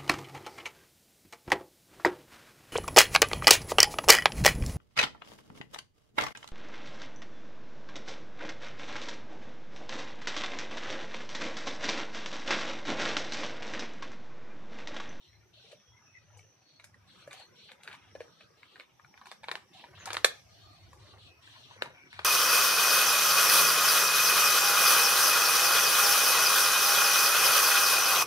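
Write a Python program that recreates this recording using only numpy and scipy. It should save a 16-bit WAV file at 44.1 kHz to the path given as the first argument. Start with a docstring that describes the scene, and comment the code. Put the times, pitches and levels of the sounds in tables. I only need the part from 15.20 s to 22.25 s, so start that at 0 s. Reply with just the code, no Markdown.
"""A short puff of air, a faint rough whistle and soft crunching come first, over the murmur of a yard.
A dog is chewing a bone on the plank floor of an open brick shed, close to a pair of microphones.
Cracks are runs of tiny fractures that ring mouth and bone; crunching is many small random rings.
Noise in a few resonances makes the nose's air, a low hum that comes and goes and a thin, flickering
high hiss; noise in many bands makes the yard. Dying noise adds the shed's reflections."""
import sys
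import numpy as np
from scipy import signal
from scipy.io import wavfile
from scipy.ndimage import uniform_filter1d

SR = 44100
rng = np.random.default_rng(int(sys.argv[2]) if len(sys.argv) > 2 else 0)


def waveform_to_disk(signal):
    """Save audio, clipped to [-1, 1], as 16-bit WAV at the path in sys.argv[1]."""
    frames = np.transpose(np.atleast_2d(signal))
    scaled = np.clip(frames, -1, 1) * 32767
    samples = np.round(scaled).astype(np.int16)
    wavfile.write(sys.argv[1], SR, samples)


def ratio(d):
    """dB to gain"""
    e = np.asarray(d, float) / 20
    return 10 ** e


N = 310777  # length of the scene in samples

# All levels are those in the mix, before record() processes it.
# The yard's murmur comes and goes: (time [s], level [dB])
YARD_LEVEL = [(0.0, -62), (1.53, -63.5), (2.1, -61), (3.57, -62), (5.06, -59.5), (7.05, -61)]
# Tone colour of the yard: (frequency [Hz], relative level [dB per Hz])
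YARD_SPECTRUM = [(40, -3), (101, 2), (1300, -7), (3470, -10.5), (4930, -13.5), (5870, -20.5), (6820, -21.5),
                 (16000, -26.5)]
# How alike noise is in both ears: (frequency [Hz], likeness [0 to 1])
EAR_LIKENESS = [(60, 1), (380, 0.047), (2400, 0.044)]
# Resonances of the hum: (frequency [Hz], width [Hz], relative level [dB])
HUM_PEAKS = [(70, 16, -5), (100, 14, 0)]
# The hum swells and fades: (start [s], end [s], level [dB])
HUM_SWELLS = [(.05, .3, -64), (.66, .79, -60.5), (.95, 1.3, -64), (1.55, 2.25, -71.5), (2.78, 3.1, -67.5),
              (3.75, 4.0, -75.5), (4.18, 4.3, -66), (4.68, 5.1, -62), (5.22, 5.58, -63.5), (5.6, 6.12, -60),
              (6.2, 6.8, -70), (6.92, 7.1, -61)]
# Resonances of the high hiss: (frequency [Hz], width [Hz], relative level [dB])
HISS_PEAKS = [(5625, 320, -3), (6004, 370, -3.5)]
HISS_DB = -69.5
# Resonances of the nose: (frequency [Hz], width [Hz], relative level [dB])
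NOSE_PEAKS = [(2380, 170, -14), (3310, 1430, 4), (4160, 650, -0.5), (7650, 3800, -9.5)]
# Puffs of air through the nose: (start [s], end [s], level [dB])
NOSE_PUFFS = [(0, .14, -67), (.33, .58, -62.5), (1.47, 1.62, -67), (1.87, 2.08, -62), (2.12, 2.28, -59.5),
              (2.35, 2.56, -61), (2.62, 2.78, -72), (3.02, 3.3, -66.5), (3.37, 3.68, -65),
              (4.05, 4.18, -64.5), (4.53, 4.68, -61), (4.75, 5.04, -63), (5.29, 5.72, -64.5),
              (5.79, 5.98, -63), (5.98, 6.12, -60), (6.22, 6.58, -59.5), (6.9, 7.1, -61)]
# Faint rough whistles, perhaps air at nose and lips:
# (start [s], end [s], first pitch [Hz], last pitch [Hz], level [dB])
WHISTLES = [(0, 0.228, 4220, 4030, -72.5), (0.569, 0.801, 3330, 3310, -72.5),
            (0.726, 0.804, 2000, 2120, -68.5), (0.799, 1.066, 2680, 2470, -70),
            (0.938, 0.989, 2156, 1940, -57), (1.412, 1.621, 4420, 4300, -70),
            (2.154, 2.272, 4400, 4280, -61.5), (4.788, 4.853, 6900, 5896, -60.5),
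            (5.285, 5.699, 4344, 4380, -69), (5.42, 5.566, 1220, 1193, -65.5),
            (6.036, 6.203, 2620, 2503, -66.5), (6.731, 6.888, 2320, 2310, -63),
            (6.913, 7.047, 2330, 2380, -67)]
# The jaw at work: (time [s], crunching level [dB])
JAW_WORK = [(0.0, -67), (0.55, -68), (1.15, -65.5), (1.4, -68.5), (1.94, -65), (2.47, -65.5), (2.72, -58.5),
            (2.79, -64.5), (3.7, -70.5), (4.48, -67), (4.8, -59), (4.95, -59), (5.3, -74.5), (5.91, -60),
            (6.18, -67.5), (6.65, -58), (7.05, -68)]
# The teeth grind, a run of small random fractures:
# (start [s], length [s], typical peak level [dB], middle mouth resonance [Hz])
GRINDS = [(0.432, 0.098, -61.5, 496), (1.097, 0.098, -58, 910), (2.087, .13, -53.5, 1000),
          (2.677, 0.075, -45, 1523), (3.95, 0.24, -63.5, 1200), (4.288, 0.091, -48, 988),
          (4.537, 0.1, -56.5, 1010), (4.844, 0.052, -38, 1220), (4.897, .08, -46, 1484),
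          (6.337, 0.038, -50, 1572), (6.623, 0.036, -46, 990), (6.937, 0.17, -47, 1816)]
GRIND_GAP_S, GRIND_SNAP_DB = .005, -12  # gap scale; bright snap relative to the peak
GRIND_SPREAD_DB, GRIND_SPREAD_OCT = 3.0, 0.35
# Single cracks: (time [s], peak level [dB], mouth resonance [Hz], bright snap relative to peak [dB])
CRACKS = [(0.518, -40, 2460, -4.5), (0.524, -46, 570, -21.5), (1.173, -61, 1020, 17),
          (1.193, -45, 2300, -9), (1.598, -40, 2200, -11), (1.642, -37.5, 2340, -2),
          (1.743, -43, 1900, -8.5), (2.076, -42, 570, -5), (2.11, -39, 2380, -10.5),
          (2.13, -34.5, 2390, -2.5), (2.195, -47.5, 710, -1), (2.492, -41, 2400, -30),
          (2.517, -38, 2360, -7), (2.634, -38, 3550, -3), (2.676, -30.5, 1850, -15.5),
          (2.729, -36.5, 2500, -9), (2.952, -37, 540, -14.5), (3.005, -33.5, 510, -16),
          (3.208, -43.5, 2650, -12), (3.431, -40, 2160, -16.5), (3.558, -41.5, 1580, -15.5),
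          (3.598, -33.5, 2300, -15.5), (3.797, -42, 1250, -32), (3.847, -43, 1440, -13),
          (3.941, -41.5, 1350, -34), (3.976, -43, 1890, -9), (4.014, -41, 1150, -10.5),
          (4.057, -37.5, 1480, -11), (4.069, -42, 1070, -5), (4.115, -32, 1230, -5.5),
          (4.233, -39, 890, -5), (4.242, -35.5, 2260, -12), (4.284, -25.5, 1070, -16.5),
          (4.314, -20, 1130, -10.5), (4.354, -23.5, 1046, -11), (4.64, -38.5, 960, -23.5),
          (4.857, -39, 1370, 10.5), (4.874, -41, 1100, -22), (4.89, -39.5, 2320, -13),
          (4.904, -26.5, 1440, -12), (4.931, -27, 1000, 0.5), (4.944, -25, 1440, -14),
          (4.968, -18.5, 1516, -13.5), (5.045, -3.5, 1796, -6), (5.731, -40.5, 1130, -10),
          (6.275, -43, 1700, -25), (6.51, -44, 970, -30), (6.563, -48.5, 500, -7),
          (6.621, -16.5, 560, -18.5), (6.929, -37, 2220, -12), (6.991, -27, 1220, -16)]
# Ringing modes of bone and jaw: (frequency [Hz], relative level [dB], time to fall 60 dB [s])
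BONE_MODES = [(527, -9, 0.0067), (1070, -13.5, 0.012), (1752, -0.5, 0.0068), (2300, 0, 0.0073),
              (2890, 1.5, 0.0026), (3624, 9.5, 0.0065), (4080, 6.5, 0.0072), (6200, -21.5, .003)]
# Crumbling of a -39.5 dB crack, and its rise for each dB by which a crack is stronger
CRUMBLE_DB, CRUMBLE_PER_DB = -17, 0.03
# The head turns before the microphones: (time [s], left lag [ms], left minus right level [dB])
HEAD_TURNS = [(0, -.05, 1.5), (3.8, -.05, 1.5), (4.1, .065, .6), (5.8, .05, 1.2), (6.2, .17, 2.5)]
SHED_T60_S, SHED_DB, WALL_CUT_HZ = 0.27, -18, 5500


def rms_one(x):
    """Scale to an average strength (rms) of 1."""
    return x / np.sqrt(np.mean(x ** 2) + 1e-20)


def in_time(rows):
    """Read each column of a time table at every sample."""
    s, *columns = np.transpose(rows)
    return [np.interp(np.arange(N) / SR, s, c) for c in columns]


def at_hz(points, hz):
    """Read a frequency table, with pitch on a logarithmic scale."""
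    table = np.array(points)
    return np.interp(np.log(hz), np.log(table[:, 0]), table[:, 1])


def drift(rate_hz):
    """Slow random wandering of spread 1: smoothed noise, made at every 40th sample."""
    r = np.exp(-80 * np.pi * rate_hz / SR)
    noise = rng.standard_normal(N // 40 + 2002)
    slow = signal.lfilter([1], [1, -2 * r, r * r], noise)[2000:]  # drop the settling time
    return np.interp(np.arange(N) / 40, np.arange(len(slow)), rms_one(slow))


def cut(x, hz, kind):
    """Butterworth filter of order 2."""
    return signal.sosfilt(signal.butter(2, hz, kind, fs=SR, output="sos"), x)


def pair(hz):
    """Stereo white noise, as alike in both ears as diffuse sound of that pitch."""
    alike = np.clip(at_hz(EAR_LIKENESS, hz), 0, 1)
    mid, side = rng.standard_normal((2, N))
    return np.sqrt(1 + alike) * mid + np.sqrt(1 - alike) * side * [[1], [-1]]


def resonant_air(peaks, flicker_db, flicker_hz):
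    """Noise in resonances that flicker each on its own; rms 1."""
    total = 0
    for hz, width, db in peaks:
        band = rms_one(cut(pair(hz), [hz - width / 2, hz + width / 2], "band"))
        total = total + band * ratio(db + flicker_db * drift(flicker_hz))
    return rms_one(total)


def swells(rows, rise_s, fall_s):
    """Loudness curve of spans that rise, hold and die away in straight lines."""
    t, gain = np.arange(N) / SR, np.zeros(N)
    for start, end, db in rows:
        rise = np.clip((t - start) / rise_s, 0, 1)
        fall = np.clip((end - t) / fall_s, 0, 1)
        gain += ratio(db) * rise * fall
    return gain


def ring(clicks, hz, t60):
    """A resonator: a unit click starts a dying sine of height 1, down 60 dB after t60 seconds."""
    r, w = ratio(-60 / (t60 * SR)), 2 * np.pi * hz / SR
    return signal.lfilter([0, np.sin(w)], [1, -2 * r * np.cos(w), r * r], clicks + 1e-18)


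def struck(tear, hz, t60):
    """One mode set ringing by a tear, scaled to height 1 in the average of both ears."""
    mode = ring(tear, hz, t60)
    return mode / np.abs(mode.mean(axis=0)).max()


def yard():
    """Wideband murmur: noise bands that swell and sink on their own, the treble more smoothly."""
    edges, out = 40 * 2 ** np.arange(0, 8.8, .3), 0
    for low, high in zip(edges, edges[1:]):
        patchy_db = 2.0 if low < 5000 else .8
        gain = ratio(at_hz(YARD_SPECTRUM, low) + patchy_db * drift(1.7))
        out = out + gain * cut(pair(low), [low, high], "band")
    return ratio(in_time(YARD_LEVEL)[0]) * rms_one(out)


def hiss():
    """Thin high hiss: noise in narrow, slowly flickering bands."""
    return ratio(HISS_DB) * resonant_air(HISS_PEAKS, flicker_db=2.0, flicker_hz=2.5)


def hum():
    """Low hum: noise in narrow bass bands that swells and fades."""
    gain = swells(HUM_SWELLS, rise_s=.05, fall_s=.07)
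    return gain * resonant_air(HUM_PEAKS, flicker_db=1.5, flicker_hz=8.0)


def shed(x):
    """Dense reflections off brick and planks: dying noise, own for each ear, the treble fading first."""
    t = np.arange(SR // 2) / SR
    echo = rng.standard_normal((2, len(t))) * ratio(-60 * t / SHED_T60_S) * (t > .003)
    bright = 0.4 * echo * ratio(-90 * t / SHED_T60_S)  # dies faster than the dull part
    echo = cut(echo, WALL_CUT_HZ, "low") + bright
    return signal.fftconvolve(x[None], echo / np.sqrt(np.sum(echo[0] ** 2)), axes=1)[:, :N]


def whistles():
    """Narrow noise on a gliding pitch, fading in and out."""
    out = np.zeros((2, N))
    for start, end, first_hz, last_hz, db in WHISTLES:
        a, b = max(round(start * SR), 0), round(end * SR)
        share = np.linspace(0, 1, b - a)
        # slow noise around the pitch makes the tone rough
        wobble = cut(rng.standard_normal((2, 2, b - a + 2000)), 80, "low")[..., 2000:]
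        pitch_hz = first_hz + (last_hz - first_hz) * share
        turn = np.exp(2j * np.pi * np.cumsum(pitch_hz) / SR)
        tone = rms_one(((wobble[0] + 1j * wobble[1]) * turn).real)
        out[:, a:b] += ratio(db) * tone * np.sin(np.pi * share ** 1.1) ** .5
    return out


def nose_puffs():
    """Air hissing in the nose: flickering noise in its resonances, starting fast and ending more slowly."""
    gain = swells(NOSE_PUFFS, rise_s=0.0042, fall_s=0.057)
    return gain * resonant_air(NOSE_PEAKS, flicker_db=2.0, flicker_hz=12.0)


def crunch():
    """Small splinters and wet smacks come at random, in clumps, each ringing a few cycles in the mouth."""
    sizes = ratio(2.2 * np.minimum(rng.exponential(1, N), 3.5)) * rng.choice([-1, 1], N)
    born = rng.random(N) < 3500 * ratio(2.5 * drift(30.0)) / SR  # around 3500 a second
    clicks = sizes * born
    pitches, dealt = np.geomspace(330, 3200, num=16), rng.integers(0, high=16, size=N)
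    rings = 0
    for k, hz in enumerate(pitches):
        gain = (hz / 1000) ** 0.9 * ratio(4.0 * drift(4.0))
        rings = rings + gain * ring(clicks * (dealt == k), hz, 6.8 / hz)
    return ratio(in_time(JAW_WORK)[0]) * rms_one(rings)


def grinds():
    """Grinding teeth: rows of small cracks at uneven gaps, each with its own strength and pitch."""
    rows = []
    for start, length, db, mouth_hz in GRINDS:
        gap = rng.exponential(1, 30)
        strength, pitch = rng.standard_normal((2, 30))
        times = start + GRIND_GAP_S * np.cumsum(.5 + .6 * gap)
        for s, louder, higher in zip(times, strength, pitch):
            if s < min(start + length, N / SR):
                hz = mouth_hz * 2 ** (GRIND_SPREAD_OCT * higher)
                rows.append((s, db + GRIND_SPREAD_DB * louder, hz, GRIND_SNAP_DB))
    return rows


def fractures(t, db, crumble_db):
    """Sparse noise that builds up, stops short and crumbles; the ears hear its treble differently."""
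    run_s = .0009 * ratio(.38 * (db + 30))  # a harder bite tears longer
    fracture = (t / run_s) * np.exp(-(t / run_s) ** 2)
    bits = (rng.random(len(t)) < .08) * rng.exponential(1.5, len(t))
    crumble = ratio(crumble_db) * np.exp(-t / 0.0091) * bits
    shape = fracture * (rng.random(len(t)) < .5) + crumble
    sparse = rng.standard_normal((3, len(t))) * shape
    return sparse[0] + .6 * cut(sparse[1:], 1500, "high")


def ringing(tear, db, mouth_hz, snap_db):
    """A tear rings the mouth and the modes of bone and jaw."""
    # light bites sound near the mouth pitch, hard ones across all modes
    focus_db = np.clip(-.25 * db, 1.0, 9.0)
    bone = 0
    for hz, mode_db, t60 in BONE_MODES:
        octaves = np.log2(hz / mouth_hz)
        near_db = -focus_db * np.maximum(-octaves, .9 * octaves)
        if hz > 3000:
            near_db += .6 * min(snap_db, 0)  # a dull bite hardly reaches the high modes
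        # every bite holds the bone differently
        vary_db, detune_db = rng.normal(0, [1.5, .2])
        bone = bone + ratio(mode_db + near_db + vary_db) * struck(tear, hz * ratio(detune_db), t60)
    # a wide, low mouth rings longest
    mouth = ratio(2.4 * focus_db) * struck(tear, mouth_hz, .026 * (1000 / mouth_hz) ** .6)
    return cut(cut(cut(mouth + 20.0 * bone, 380, "high"), 380, "high"), 4900, "low")


def cracks():
    """Each crack is a quick run of fractures: its ringing body plus a bright snap with fine grit."""
    out, t = np.zeros((2, N + 4410)), np.arange(4410) / SR
    for s, db, mouth_hz, snap_db in CRACKS + grinds():
        crumble_db = CRUMBLE_DB + CRUMBLE_PER_DB * (db + 39.5)
        tear = fractures(t, db, crumble_db)
        body = ringing(tear, db, mouth_hz, snap_db)
        # fine grit smears the treble
        grit = .5 * ratio(crumble_db) * np.exp(-t / 0.018) * rng.standard_normal(tear.shape)
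        snap = cut(cut(tear, 7800, "low") + grit, [4000, 11000], "band")
        at = round(s * SR)
        out[:, at:at + len(t)] += ratio(db) * body / np.abs(body).max()
        out[:, at:at + len(t)] += ratio(db + snap_db) * snap / np.abs(snap).max()
    return out[:, :N]


def facing(x):
    """The head's place sets delay and level between the microphones."""
    lag_ms, pan_db = in_time(HEAD_TURNS)
    n, half_lag = np.arange(N), lag_ms * SR / 2000  # half the lag, in samples
    left = np.interp(n - half_lag, n, x[0]) * ratio(pan_db / 2)
    right = np.interp(n + half_lag, n, x[1]) * ratio(-pan_db / 2)
    return np.array([left, right])


def scene():
    """Mouth and nose before the microphones, the mouth's reflections in the shed, and the surroundings."""
    mouth = cracks() + crunch()
    nose = nose_puffs() + whistles()
    reflections = ratio(SHED_DB) * shed(mouth.mean(axis=0))
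    return facing(mouth + nose) + reflections + hum() + hiss() + yard()


def suppressor(x, margin_db, deepest_db, memory):
    """Noise suppression: each frequency is turned down while its running level stays near its quiet level."""
    spectrum = signal.stft(x, nperseg=1024, noverlap=768)[2]
    power = np.mean(np.abs(spectrum) ** 2, axis=0)
    power = signal.lfilter([1 - memory], [1, -memory], power)
    quiet = np.percentile(power, 30, axis=1, keepdims=True)
    quiet = uniform_filter1d(quiet, size=9, axis=0)  # smooth across frequency
    gain = np.maximum(1 - ratio(2 * margin_db) * quiet / (power + 1e-20), ratio(deepest_db))
    return signal.istft(spectrum * gain, nperseg=1024, noverlap=768)[1][:, :N]


def top_cut(x):
    """Nothing passes above the cut-off."""
    return signal.sosfilt(signal.butter(12, 16400, fs=SR, output="sos"), x)


def record(dry):
    """Deep bass is cut, steady noise suppressed, loud peaks rounded and extreme treble cut."""
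    no_bass = cut(cut(dry, 55, "high"), 55, "high")
    clean = suppressor(no_bass, margin_db=0.0, deepest_db=-12.0, memory=.7)
    rounded = 1.171 * np.tanh(clean / 0.77)
    treble_cut = signal.cheby2(10, 50, 16100, fs=SR, output="sos")
    mix = signal.sosfilt(treble_cut, rounded)
    return top_cut(mix)


dry = scene()
out = record(dry)
waveform_to_disk(out)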